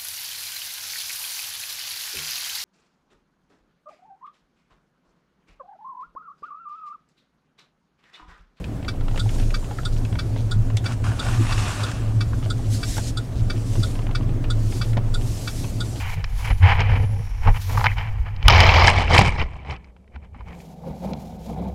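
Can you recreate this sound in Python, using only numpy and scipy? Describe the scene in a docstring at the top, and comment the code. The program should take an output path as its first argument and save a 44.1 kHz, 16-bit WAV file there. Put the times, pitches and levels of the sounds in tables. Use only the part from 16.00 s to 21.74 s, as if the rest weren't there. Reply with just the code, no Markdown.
"""Pebbles knock and grind against a waterproof plastic case pushed into a beach, in a few shoves that settle.
Stone sounds are clumps of tiny ringing contacts, three-mode clacks and single damped knocks.
Before that the case is swung on a pole: skin friction is stick-slip grains, the pole a wavering low tone.
At rest, small waves lap dully: dense bubble grains over a noise boom. Thin hiss and quiet noise lie behind.
"""
import sys
import numpy as np
from scipy import signal
from scipy.fft import rfft, irfft, next_fast_len
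from scipy.io import wavfile
from scipy.ndimage import uniform_filter1d

SR = 44100
rng = np.random.default_rng(int(sys.argv[2]) if len(sys.argv) > 2 else 0)


def materialize(psi):
    """Save the field psi as 16-bit PCM at rate SR to the path in sys.argv[1].

    A 1-D psi becomes a single channel; in a 2-D psi each row is a channel.
    """
    bounded = np.clip(np.atleast_2d(psi).T, -1, 1)
    quanta = np.round(bounded * 32767).astype(np.int16)
    wavfile.write(sys.argv[1], SR, quanta)


N = 253134  # samples

# shoves through the pebbles, then rocking and settling: start_s, hold_s, force_db, sharp_edges_re_force_db
SHOVES = [(2.454, 0.022, -31.5, -36), (2.505, 0.062, -16, -44), (2.583, 0.13, -15.5, -38),
          (2.743, 0.11, -15.5, -38), (2.876, 0.019, -14.5, -22), (2.907, 0.075, -24, -32),
          (2.98, 0.042, -22.5, -27), (3.03, 0.063, -30.5, -32), (3.106, 0.035, -21, -38),
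          (3.145, 0.02, -14, -22), (3.189, .012, -14.5, -21), (3.208, 0.009, -21, -30),
          (3.254, 0.025, -21, -23), (3.287, 0.073, -33.5, -28), (3.395, 0.022, -25, -38),
          (3.461, 0.11, -47, -27), (3.54, 0.096, -48.5, -34), (3.67, 0.082, -41, -33),
          (3.704, 0.017, -34, -30), (3.797, 0.1, -60, -25), (3.97, .06, -74, -15), (4.144, 0.017, -53, -34),
          (4.235, 0.014, -53.5, -28), (4.345, 0.033, -57, -25), (4.396, 0.012, -51.5, -32),
          (4.474, 0.063, -47.5, -27), (4.564, 0.054, -58, -8)]
# spectrum of grinding stones: freq_hz, shape_db
CRUNCH_SPECTRUM = [(120, 19.5), (200, 9), (330, 0.5), (550, 1.5), (800, 3.5), (1100, 3.5), (1450, -2.5),
                   (2200, 2.5), (3000, -6), (3600, -16), (5200, -19), (6800, -28.5), (8500, -30),
                   (10300, -50), (12300, -35.5), (14000, -52.5), (16000, -58.5)]
# spectrum of the sharpest edges: freq_hz, shape_db
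SPARKLE_SPECTRUM = [(6000, 7.5), (9000, -2.5), (10300, -11), (13000, -14.5), (16000, -32.5)]
# bass taken up as the case digs in: time_s, gain_db
BEDDING = [(2.75, -3), (3.2, 5)]
SHOVE_RISE_S, SHOVE_FALL_S = .04, 0.042   # per 20 dB
FULL_FORCE_DB, CRUNCH_DB = -14.5, -.5
WEIGHT_DB, WEIGHT_EXPONENT = -11.5, 0.8   # bass at full force; shrinks more slowly than the force
GRIT_DB, GRIT_EXPONENT = -11, 1.31   # treble at full force; shrinks faster
ZING_HZ, ZING_WIDTH_HZ, ZING_DB = 12300, 2100, -38.5   # thin ring of scratching edges, at full force
CLACK_SHARE, CLACKS_PER_S, CLACK_T60_AT_2KHZ_S = 0.54, 380, .024


def pebbles(force, load):
    """Gravel grinds and stones clack along the case: gritty when shoved hard, dull when it only rocks."""
    gravel = grains(per_s=2600, spread_db=3.0, clump_db=3, sharpness=7.4, tick=0.35)
    contacts = gravel + CLACK_SHARE * clacks(CLACKS_PER_S, CLACK_T60_AT_2KHZ_S)
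    weight, crunch, grit = bands(case(colour(contacts, CRUNCH_SPECTRUM)), [125, 400, 3400, 7000])

    # few, sharp edges reach the top of the treble
    edges = grains(per_s=860, spread_db=6.0, clump_db=6.5, sharpness=10, tick=.5)
    scratches = edges + .5 * gravel
    sparkle, = bands(colour(scratches, SPARKLE_SPECTRUM), [7000, 16000])
    zing = resonate(resonate(scratches, ZING_HZ, ZING_WIDTH_HZ), ZING_HZ, ZING_WIDTH_HZ)
    zing = steady(zing, span_s=.05)

    sharp_rows = [(s, hold, db + edge_db) for s, hold, db, edge_db in SHOVES]
    treble = follow(force, GRIT_DB, GRIT_EXPONENT) * grit
    treble += follow(force, ZING_DB, GRIT_EXPONENT) * zing
    treble += strokes(sharp_rows, SHOVE_RISE_S, SHOVE_FALL_S) * sparkle
    bedding_db, = in_time(BEDDING)
    bass = load * from_db(bedding_db) * weight
    return from_db(CRUNCH_DB) * force * crunch + bass + treble


def follow(force, db, exponent):
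    """A level that is db against the force at full force and goes with a power of it."""
    full = from_db(FULL_FORCE_DB)
    return full * from_db(db) * (force / full) ** exponent


CLACK_SPREAD_DB = 11   # most clacks are light, a few hard


def clacks(per_s, t60_at_2khz_s):
    """Larger stones clack at uneven gaps, each with three modes of its own; high modes die sooner."""
    start = SHOVES[0][0]
    end = SHOVES[-1][0] + SHOVES[-1][1]
    span = end - start
    out, t = np.zeros(N), np.arange(1500) / SR
    for when, size, *modes in rng.random((int(per_s * span), 5)):
        hz = 600 * 12 ** np.array(modes)[:, None]  # 600 to 7200 Hz
        decay = from_db(-60 * t / t60_at_2khz_s * np.sqrt(hz / 2000))
        ring = np.sqrt(hz) * np.sin(2 * np.pi * hz * t) * decay
        at = int((start + when * span) * SR)
        out[at:at + len(t)] += from_db(CLACK_SPREAD_DB * size ** 2) * ring.sum(axis=0)
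    return rms_one(out) * np.sqrt(span * SR / N)  # unit power within the span


def grains(per_s, spread_db, clump_db, sharpness, tick):
    """Clumps of tiny contacts: each is a tick plus a brief ring at a pitch from a set of 22."""
    born = rng.random(N) < per_s * from_db(clump_db * drift(45)) / SR
    sizes = from_db(spread_db * np.minimum(rng.exponential(1, N), 4))
    clicks = born * sizes * rng.choice([-1, 1], N)
    pitches_hz = np.geomspace(400, 12000, 22)
    dealt = rng.integers(0, len(pitches_hz), N)
    rings = sum(resonate(clicks * (dealt == k), hz, hz / sharpness) for k, hz in enumerate(pitches_hz))
    return rms_one(rings + tick * clicks)


# hand and stones on the case: time_s, peak_db, pitch_hz, lowpass_hz (hardness), chatter_t60_s
KNOCKS = [(.242, -20, 2400, 6500, .02), (0.503, -21.5, 970, 4040, 0.016), (.633, -20, 1780, 3130, 0.021),
          (0.805, -17.5, 790, 7000, 0.021), (1.472, -12, 860, 2140, 0.089),
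          (1.483, -16.5, 786, 1960, 0.064), (1.7738, -12, 1120, 2200, 0.034),
          (1.794, -20.5, 1200, 2800, .03), (1.808, -19.5, 1090, 3000, 0.032),
          (1.813, -13.5, 1080, 1800, 0.026), (1.842, -8.5, 1110, 3100, 0.05),
          (1.859, -6.5, 1100, 3000, 0.038), (1.8671, -1.5, 2200, 2700, 0.016),
          (1.982, -18, 2130, 3500, 0.066), (2.260, -40, 980, 3000, 0.034), (2.364, -30.5, 2996, 5000, .018),
          (2.428, -19.5, 2930, 3950, 0.013), (2.482, 8, 3100, 14000, 0.012),
          (2.484, -4.5, 1250, 3000, 0.06), (2.499, -2, 2300, 5444, 0.014), (2.505, -2.5, 2240, 5500, 0.014),
          (2.525, -6, 2480, 7000, .006), (2.549, -9, 1060, 5950, 0.015), (2.604, 1.5, 2100, 7060, 0.015),
          (2.71, -15, 3200, 4000, 0.019), (2.873, -2, 5000, 7980, 0.005), (2.880, 1.5, 1640, 2900, .025),
          (3.15, -11.5, 910, 7020, 0.025), (3.178, -1, 2030, 3610, .024), (3.182, 2, 2450, 4530, 0.014),
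          (3.194, -11, 890, 7000, 0.013), (3.214, -8.5, 820, 5000, .018), (3.649, -31.5, 595, 2500, .025),
          (3.709, -25, 2206, 8000, 0.025), (3.764, -34, 2396, 5000, 0.012),
          (3.844, -41.5, 2400, 7000, 0.025), (3.965, -44, 500, 2960, 0.026), (4.043, -52, 400, 2500, .02),
          (4.077, -49, 2202, 2980, .02), (4.156, -41, 2300, 2800, 0.027), (4.161, -31.5, 600, 2380, 0.017),
          (4.246, -44.5, 900, 3000, .02), (4.346, -38, 1085, 2550, 0.071), (4.408, -33, 900, 1820, 0.028),
          (4.485, -35, 1200, 5000, 0.015), (4.551, -41, 2300, 4030, 0.014), (4.603, -39, 2310, 4500, 0.017),
          (5.134, -28, 3500, 7940, 0.013)]
# spectrum of a sharp blow: freq_hz, shape_db
BLOW_SPECTRUM = [(120, -29), (300, -11.5), (450, -3.5), (900, 8.5), (3000, 1.5), (5500, 3), (8000, -11),
                 (15000, -20.5)]
KNOCK_CHATTER = .36   # rattle after the first contact, as a share of it


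def knocks():
    """A contact cracks, chatters for a moment and rings at its own pitch; soft ones lack treble."""
    out, t = np.zeros(N), np.arange(4096) / SR
    chatter = rng.standard_normal((len(KNOCKS), len(t)))
    for (s, peak_db, hz, top_hz, t60), rough in zip(KNOCKS, chatter):
        force = KNOCK_CHATTER * rough * from_db(-60 * t / max(t60, .002))
        force[0] += 1  # first contact
        softening = signal.butter(3, min(top_hz, .45 * SR), fs=SR, output="sos")
        force = signal.sosfilt(softening, force)
        hit = case(colour(resonate(force, hz, hz * 0.36) + 0.38 * force, BLOW_SPECTRUM))
        hit *= from_db(peak_db) / np.abs(hit).max()
        at = int(s * SR)
        out[at:at + len(t)] += hit[:N - at]
    return out


# case resonances: freq_hz, width_hz, lift_db
CASE_MODES = [(507, 70, 2.5), (827, 140, 5.5), (972, 26, 5), (2293, 210, 5.5), (3040, 81, 7), (4090, 75, 5),
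              (5000, 490, 4.5), (9000, 1500, -7.5)]


def case(x):
    """The plastic case rings with whatever touches it."""
    return x + sum((from_db(db) - 1) * resonate(x, hz, width) for hz, width, db in CASE_MODES)


# spectrum of hand friction: freq_hz, shape_db
RUB_SPECTRUM = [(170, -12.5), (230, 8.5), (320, -10.5), (450, 1), (600, -7.5), (800, 0), (1000, 1),
                (1400, -6.5), (1800, -1), (2300, -2), (3000, -7), (3600, -19), (5000, -25.5), (7000, -39),
                (9000, -43.5)]
PALM_DB, SKIN_DB, SCRAPE_DB = -1.5, -3.5, -4   # low, middle and high part of the friction


def grip(rubbing, rasping, pressing):
    """Skin and strap stick and slip on the pole in fine, dense jerks."""
    slips = grains(per_s=4000, spread_db=-1.5, clump_db=3, sharpness=8.3, tick=0.27)
    palm, skin, scrape = bands(case(colour(slips, RUB_SPECTRUM)), [190, 650, 1500, 9000])
    out = pressing * from_db(PALM_DB) * palm
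    out += rubbing * from_db(SKIN_DB) * skin
    return out + rasping * from_db(SCRAPE_DB) * scrape


# hand shifts on the pole, before part levels: start_s, hold_s, rub_db, palm_press_db, rasp_re_rub_db
RUBS = [(0, .14, -37.5, -51.5, 3.5), (0.167, 0.044, -52, -46, 10), (0.393, .04, -40, -54, -2.5),
        (0.447, 0.044, -35, -46.5, 4), (.503, 0.014, -34, -34, 5.5), (0.635, 0.04, -22, -34.5, 0),
        (0.685, 0.046, -19, -35, 0), (0.754, 0.038, -28, -46, -2), (0.795, 0.024, -27.5, -31, 5.5),
        (0.832, 0.06, -35, -41.5, 3.5), (0.899, 0.076, -32, -34.5, 2.5), (0.993, .055, -41.5, -35.5, 2),
        (1.094, 0.12, -60, -42.5, -3), (1.431, .04, -35.5, -59, -3), (1.463, 0.036, -29, -30.5, -4.5),
        (1.551, 0.022, -34, -53, 0.5), (1.697, 0.18, -34, -39.5, -6), (1.881, 0.046, -40.5, -50, 6),
        (1.975, 0.046, -33, -51, 0.5), (2.025, 0.061, -39, -57, 2), (2.097, 0.091, -47.5, -59, -5),
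        (2.265, 0.021, -38.5, -51, -2), (2.417, 0.0099, -50, -58, 6)]
RUB_RISE_S, RUB_FALL_S = .022, 0.023   # per 20 dB
HOLD_RUB_DB, HOLD_PALM_DB = -49, -56.5   # the hand creeps while it carries the pole
TOUCHDOWN_S, AT_REST_S = 2.45, 3.5   # the case meets the stones; it stops ploughing


def hand_effort():
    """How hard the hand rubs, rasps and presses, as three envelopes."""
    creep = (0, TOUCHDOWN_S, HOLD_RUB_DB, HOLD_PALM_DB, 0.0026)
    s, hold, rub_db, press_db, rasp_db = np.transpose(RUBS + [creep])
    levels = (rub_db, rub_db + rasp_db, press_db)
    return [strokes(zip(s, hold, db), RUB_RISE_S, RUB_FALL_S) for db in levels]


# grip squeaks: time_s, peak_db, pitch_hz, half_width_s (to 1/e)
SQUEAKS = [(1.881, -26.5, 2100, 0.011), (1.885, -23, 2250, 0.0026), (1.892, -30, 2600, 0.0026),
           (1.9, -34, 2400, 0.011), (1.918, -22, 2100, 0.0015)]


def squeaks():
    """Short slips sing at a wavering pitch."""
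    cycles = np.cumsum(1 + 0.075 * drift(186)) / SR
    return sum(from_db(peak_db) * swell(s, length) * np.sin(2 * np.pi * hz * cycles)
               for s, peak_db, hz, length in SQUEAKS)


# shaking by the arm: time_s, pole_flex_db, slow_sway_db (sway before a 1.5 dB cut)
SHAKE = [(0, -29, -28), (.4, -35.5, -22), (.6, -24.5, -22), (.92, -20, -19.5), (1.18, -24, -28.5),
         (1.35, -42.5, -23), (1.5, -26, -19.5), (1.64, -28.5, -34), (1.75, -23.5, -23), (2.4, -31.5, -28),
         (2.5, -13, -17.5), (2.97, -27.5, -21.5), (3.44, -36, -22.5), (3.6, -41, -45), (4.03, -54, -60.5),
         (4.47, -37.5, -44), (4.65, -68, -60), (5.74, -32, -46)]
# jolts of the rig by footfalls, touchdown, stones giving way: time_s, peak_db, pitch_hz, half_width_s (to 1/e)
JOLTS = [(.18, -29, 146, 0.027), (0.31, -23, 30.6, 0.029), (0.52, -7.5, 45.3, 0.019),
         (0.647, -5, 89, 0.028), (.685, -9, 98, 0.018), (1.496, -7.5, 26, 0.044), (2.212, -10, 50, 0.01),
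         (2.465, -3, 45.4, 0.014), (3.19, -7.5, 100, 0.011), (3.22, -11.5, 182, 0.0083),
         (3.276, -16.5, 130, .012), (4.169, -28.5, 68.3, 0.024), (4.17, -42.5, 236.6, .012),
         (4.365, -42.5, 238, 0.011), (4.459, -31, 61.2, 0.068)]
# spectrum of the pole's loose shudder: freq_hz, shape_db
SHUDDER_SPECTRUM = [(50, -30.5), (90, 12.5), (130, 0), (165, -4), (220, -19), (300, -26.5), (600, -57)]
# spectrum of the arm's sway: freq_hz, shape_db
SWAY_SPECTRUM = [(12, 8.5), (25, 4), (48, 12.5), (70, -1.5), (130, -26.5), (300, -40), (600, -92)]
PALM_TO_POLE_DB, STONES_TO_POLE_DB, WAVES_TO_POLE_DB = 16, 10.5, -1.5
POLE_CARRIED_HZ, POLE_PLOUGHING_HZ, POLE_RESTING_HZ = 99.4, 84.3, 65   # mean bending note; stones load it down
POLE_GLIDE_S, SHUDDER_DB = 0.17, -7.5


def pole(pressing, load, surge):
    """Arm, palm, stones and surf set the pole flexing about its bending note; the arm also sways and jolts it."""
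    t = np.arange(N) / SR
    flex_db, sway_db = in_time(SHAKE)
    drives = [from_db(flex_db), from_db(PALM_TO_POLE_DB) * pressing,
              from_db(STONES_TO_POLE_DB) * load, from_db(WAVES_TO_POLE_DB) * surge]
    hz = np.interp(t, [TOUCHDOWN_S - POLE_GLIDE_S, TOUCHDOWN_S, AT_REST_S - POLE_GLIDE_S, AT_REST_S],
                   [POLE_CARRIED_HZ, POLE_PLOUGHING_HZ, POLE_PLOUGHING_HZ, POLE_RESTING_HZ])
    phase = 2 * np.pi * np.cumsum(hz * (1 + 0.087 * drift(30))) / SR
    flex = rms_one(np.sin(phase) * from_db(2.5 * drift(26)))
    flex = steady(flex + from_db(SHUDDER_DB) * noise(SHUDDER_SPECTRUM), span_s=0.13)
    out = np.linalg.norm(drives, axis=0) * flex  # drive powers add
    out += from_db(sway_db - 1.5) * steady(noise(SWAY_SPECTRUM), span_s=0.19)
    for s, peak_db, jolt_hz, length in JOLTS:
        out += from_db(peak_db) * swell(s, length) * np.cos(2 * np.pi * jolt_hz * (t - s))
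    return out


# wavelets running up the shore: start_s, hold_s, level_db
WAVES = [(4.87, 0.034, -37.5), (5.04, 0.085, -35.5), (5.16, 0.24, -46), (5.498, 0.012, -36.5),
         (5.575, 0.1, -36)]
# spectrum of the wash through the case: freq_hz, shape_db
WASH_SPECTRUM = [(160, -16.5), (280, 9), (423, -4.5), (522, 1.5), (584, -5), (737, 0.5), (871, -5.5),
                 (1100, -19.5), (1740, -29.5), (1860, -33.5), (2240, -23), (2680, -34.5), (4000, -32),
                 (5200, -52), (8800, -120)]
# spectrum of the hollow boom: freq_hz, shape_db
BOOM_SPECTRUM = [(90, -31), (130, -4), (165, 8.5), (205, 5.5), (270, -8.5), (400, -56)]
WAVE_RISE_S, WAVE_FALL_S = 0.068, 0.13   # per 20 dB
LAPPING_FROM_S, LAPPING_DB, BOOM_DB = 4.5, -49.5, 5.5   # slop between wavelets; boom against the wash
BUBBLES_PER_S = 3500


def waves(surge):
    """Wavelets slop on the shore as dense bubbles, muffled by the case, over a hollow boom."""
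    bubbles = grains(per_s=BUBBLES_PER_S, spread_db=0.5, clump_db=1.5, sharpness=10.4, tick=0.04)
    wash = steady(colour(bubbles, WASH_SPECTRUM), span_s=0.09)
    boom = steady(noise(BOOM_SPECTRUM), span_s=0.072)
    return surge * (wash + from_db(BOOM_DB) * boom)


# wavelets slapping the shore: time_s, peak_db, pitch_hz, gurgle_t60_s
SLAPS = [(4.833, -33.5, 786, 0.072), (4.868, -30, 510, 0.082), (5.045, -26, 684, 0.058),
         (5.497, -31, 740, 0.034), (5.596, -33, 545, 0.053)]


def slaps():
    """A wavelet's front slaps a hollow between the stones and gurgles away: decaying noise, resonated."""
    out, t = np.zeros(N), np.arange(4096) / SR
    for s, peak_db, hz, t60 in SLAPS:
        gurgle = rng.standard_normal(len(t)) * from_db(-60 * t / t60)
        slap = resonate(resonate(gurgle, hz, 0.22 * hz), hz, 0.24 * hz)
        at = int(s * SR)
        out[at:at + len(t)] += from_db(peak_db) * slap[:N - at] / np.abs(slap).max()
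    return out


# swells of thin hiss, before flicker: start_s, hold_s, level_db
HISSES = [(0, .11, -44.5), (.39, .06, -44), (.5, 0.21, -52), (.8, 0.14, -60.5), (.98, 1, -56.5),
          (1.62, 0.17, -44), (1.85, 0.047, -64), (2, 0.12, -61.5), (2.15, .3, -66.5), (4.58, 0.16, -61),
          (4.85, 0.036, -60.5), (5.02, 0.035, -54), (5.22, 0.047, -54), (5.44, 0.051, -54),
          (5.55, 0.13, -61.5)]
# faint whistles in the hiss: middle_s, half_width_s (to 1/e), pitch_hz, width_hz (per resonance), level_db
WHISTLES = [(0.47, 0.14, 10200, 600, -55), (1.1, 0.2, 10300, 600, -60.5), (1.6, .2, 9800, 980, -60),
            (1.45, 0.47, 5580, 650, -58.5), (1.7, .16, 13600, 2200, -52)]
# spectrum of the thin hiss: freq_hz, shape_db
HISS_SPECTRUM = [(600, -19.5), (1500, 3.5), (3000, 7.5), (4800, 7.5), (5700, 6.5), (7300, 5), (8200, -1.5),
                 (9300, 1), (11000, 1.5), (13500, 0.5), (15500, -6.5)]
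# spectrum of the quiet beach: freq_hz, shape_db
STILL_SPECTRUM = [(24, -32), (40, -1.5), (73, -19.5), (119, -21), (186, 3), (329, -16), (478, -9),
                  (910, -22), (1420, -32.5), (2280, -37), (3560, -38.5), (12300, -48), (15000, -83.5)]
HISS_RISE_S, HISS_FALL_S = .16, .17   # per 20 dB
STILL_DB = -56.5


def air():
    """A thin flickering hiss with passing narrowband whistles, over the quiet of the beach."""
    flicker = from_db(2.5 * drift(25))
    out = strokes(HISSES, HISS_RISE_S, HISS_FALL_S) * flicker * noise(HISS_SPECTRUM)
    out += from_db(STILL_DB) * noise(STILL_SPECTRUM)
    for s, length, hz, width, db in WHISTLES:
        whistle = resonate(resonate(rng.standard_normal(N), hz, width), hz, width)
        out += from_db(db) * swell(s, length) * rms_one(whistle)
    return out


def from_db(db):
    """Decibels to gain."""
    return 10 ** (np.asarray(db) / 20)


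def rms_one(x):
    """Scale to unit power."""
    return x / np.sqrt(np.mean(x ** 2) + 1e-20)


def in_time(rows):
    """Each column of a curve at every sample."""
    s, *columns = np.transpose(rows)
    return [np.interp(np.arange(N) / SR, s, c) for c in columns]


def swell(s, length):
    """A bell-shaped rise and fall around a moment; length is the half width to 1/e."""
    return np.exp(-np.minimum(((np.arange(N) / SR - s) / length) ** 2, 30))


def strokes(rows, rise_s, fall_s):
    """Envelope of (start_s, hold_s, level_db) events: each swells, holds and fades; their powers add."""
    t, power = np.arange(0, N, 16) / SR, 1e-14
    for start, hold, db in rows:
        away = np.maximum(start - t, 0) / rise_s + np.maximum(t - start - hold, 0) / fall_s
        power = power + from_db(db - 20 * np.minimum(away, 10)) ** 2
    return np.interp(np.arange(N) / SR, t, np.sqrt(power))


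def drift(rate_hz):
    """Slow chance with spread one: low-passed noise."""
    step = 40  # computed at every 40th sample
    r = np.exp(-2 * step * np.pi * rate_hz / SR)
    slow = signal.lfilter([1], [1, -2 * r, r * r], rng.standard_normal(N // step + 2002))[2000:]
    return np.interp(np.arange(N) / step, np.arange(len(slow)), rms_one(slow))


def steady(x, span_s):
    """Even out the level over spans longer than span_s."""
    return x / np.sqrt(np.abs(uniform_filter1d(x * x, max(int(span_s * SR), 8))) + 1e-12)


def bands(x, edges_hz):
    """Split at the edges; each band is evened to unit level."""
    out = []
    for low, high in zip(edges_hz, edges_hz[1:]):
        sos = signal.butter(4, [low, min(high, .45 * SR)], "band", fs=SR, output="sos")
        out.append(steady(signal.sosfilt(sos, x), span_s=0.036))
    return out


def resonate(x, hz, width_hz):
    """A two-pole resonance with gain one on top."""
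    r = np.exp(-np.pi * width_hz / SR)
    zeros = np.array([1, 0, -1]) * (1 - r * r) / 2
    poles = [1, -2 * r * np.cos(2 * np.pi * hz / SR), r * r]
    return signal.lfilter(zeros, poles, x + 1e-18)


def colour(x, points):
    """Causal (minimum-phase) filter that follows a spectrum, by folding its cepstrum."""
    n = 2 * next_fast_len(len(x) // 2 + 4096)
    hz, db = np.transpose(points)
    f = np.maximum(np.arange(n // 2 + 1) * SR / n, 1)
    cepstrum = irfft(np.log(from_db(np.interp(np.log(f), np.log(hz), db))))
    cepstrum[1:n // 2] *= 2
    cepstrum[n // 2 + 1:] = 0
    return irfft(rfft(x, n) * np.exp(rfft(cepstrum)))[:len(x)]


def noise(points):
    """Coloured noise of unit power."""
    return rms_one(colour(rng.standard_normal(N), points))


def scene():
    """Stones, hand and surf each make their own sound and shake the pole; one microphone in the case hears all."""
    force = strokes([row[:3] for row in SHOVES], SHOVE_RISE_S, SHOVE_FALL_S)
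    load = follow(force, WEIGHT_DB, WEIGHT_EXPONENT)
    rubbing, rasping, pressing = hand_effort()
    lapping = (LAPPING_FROM_S, N / SR, LAPPING_DB)
    surge = strokes(WAVES + [lapping], WAVE_RISE_S, WAVE_FALL_S)
    stones = pebbles(force, load) + knocks()
    handling = grip(rubbing, rasping, pressing) + squeaks() + pole(pressing, load, surge)
    shore = waves(surge) + slaps()
    return (stones + handling + shore + air())[None]


CUTOFF_HZ = 15800


def record(dry):
    """The loudest peaks flatten; the top is cut."""
    rounded = dry / (1 + dry ** 8) ** (1 / 8)
    return signal.sosfilt(signal.ellip(10, .1, 80, CUTOFF_HZ, fs=SR, output="sos"), rounded)


dry = scene()
out = record(dry)
materialize(out)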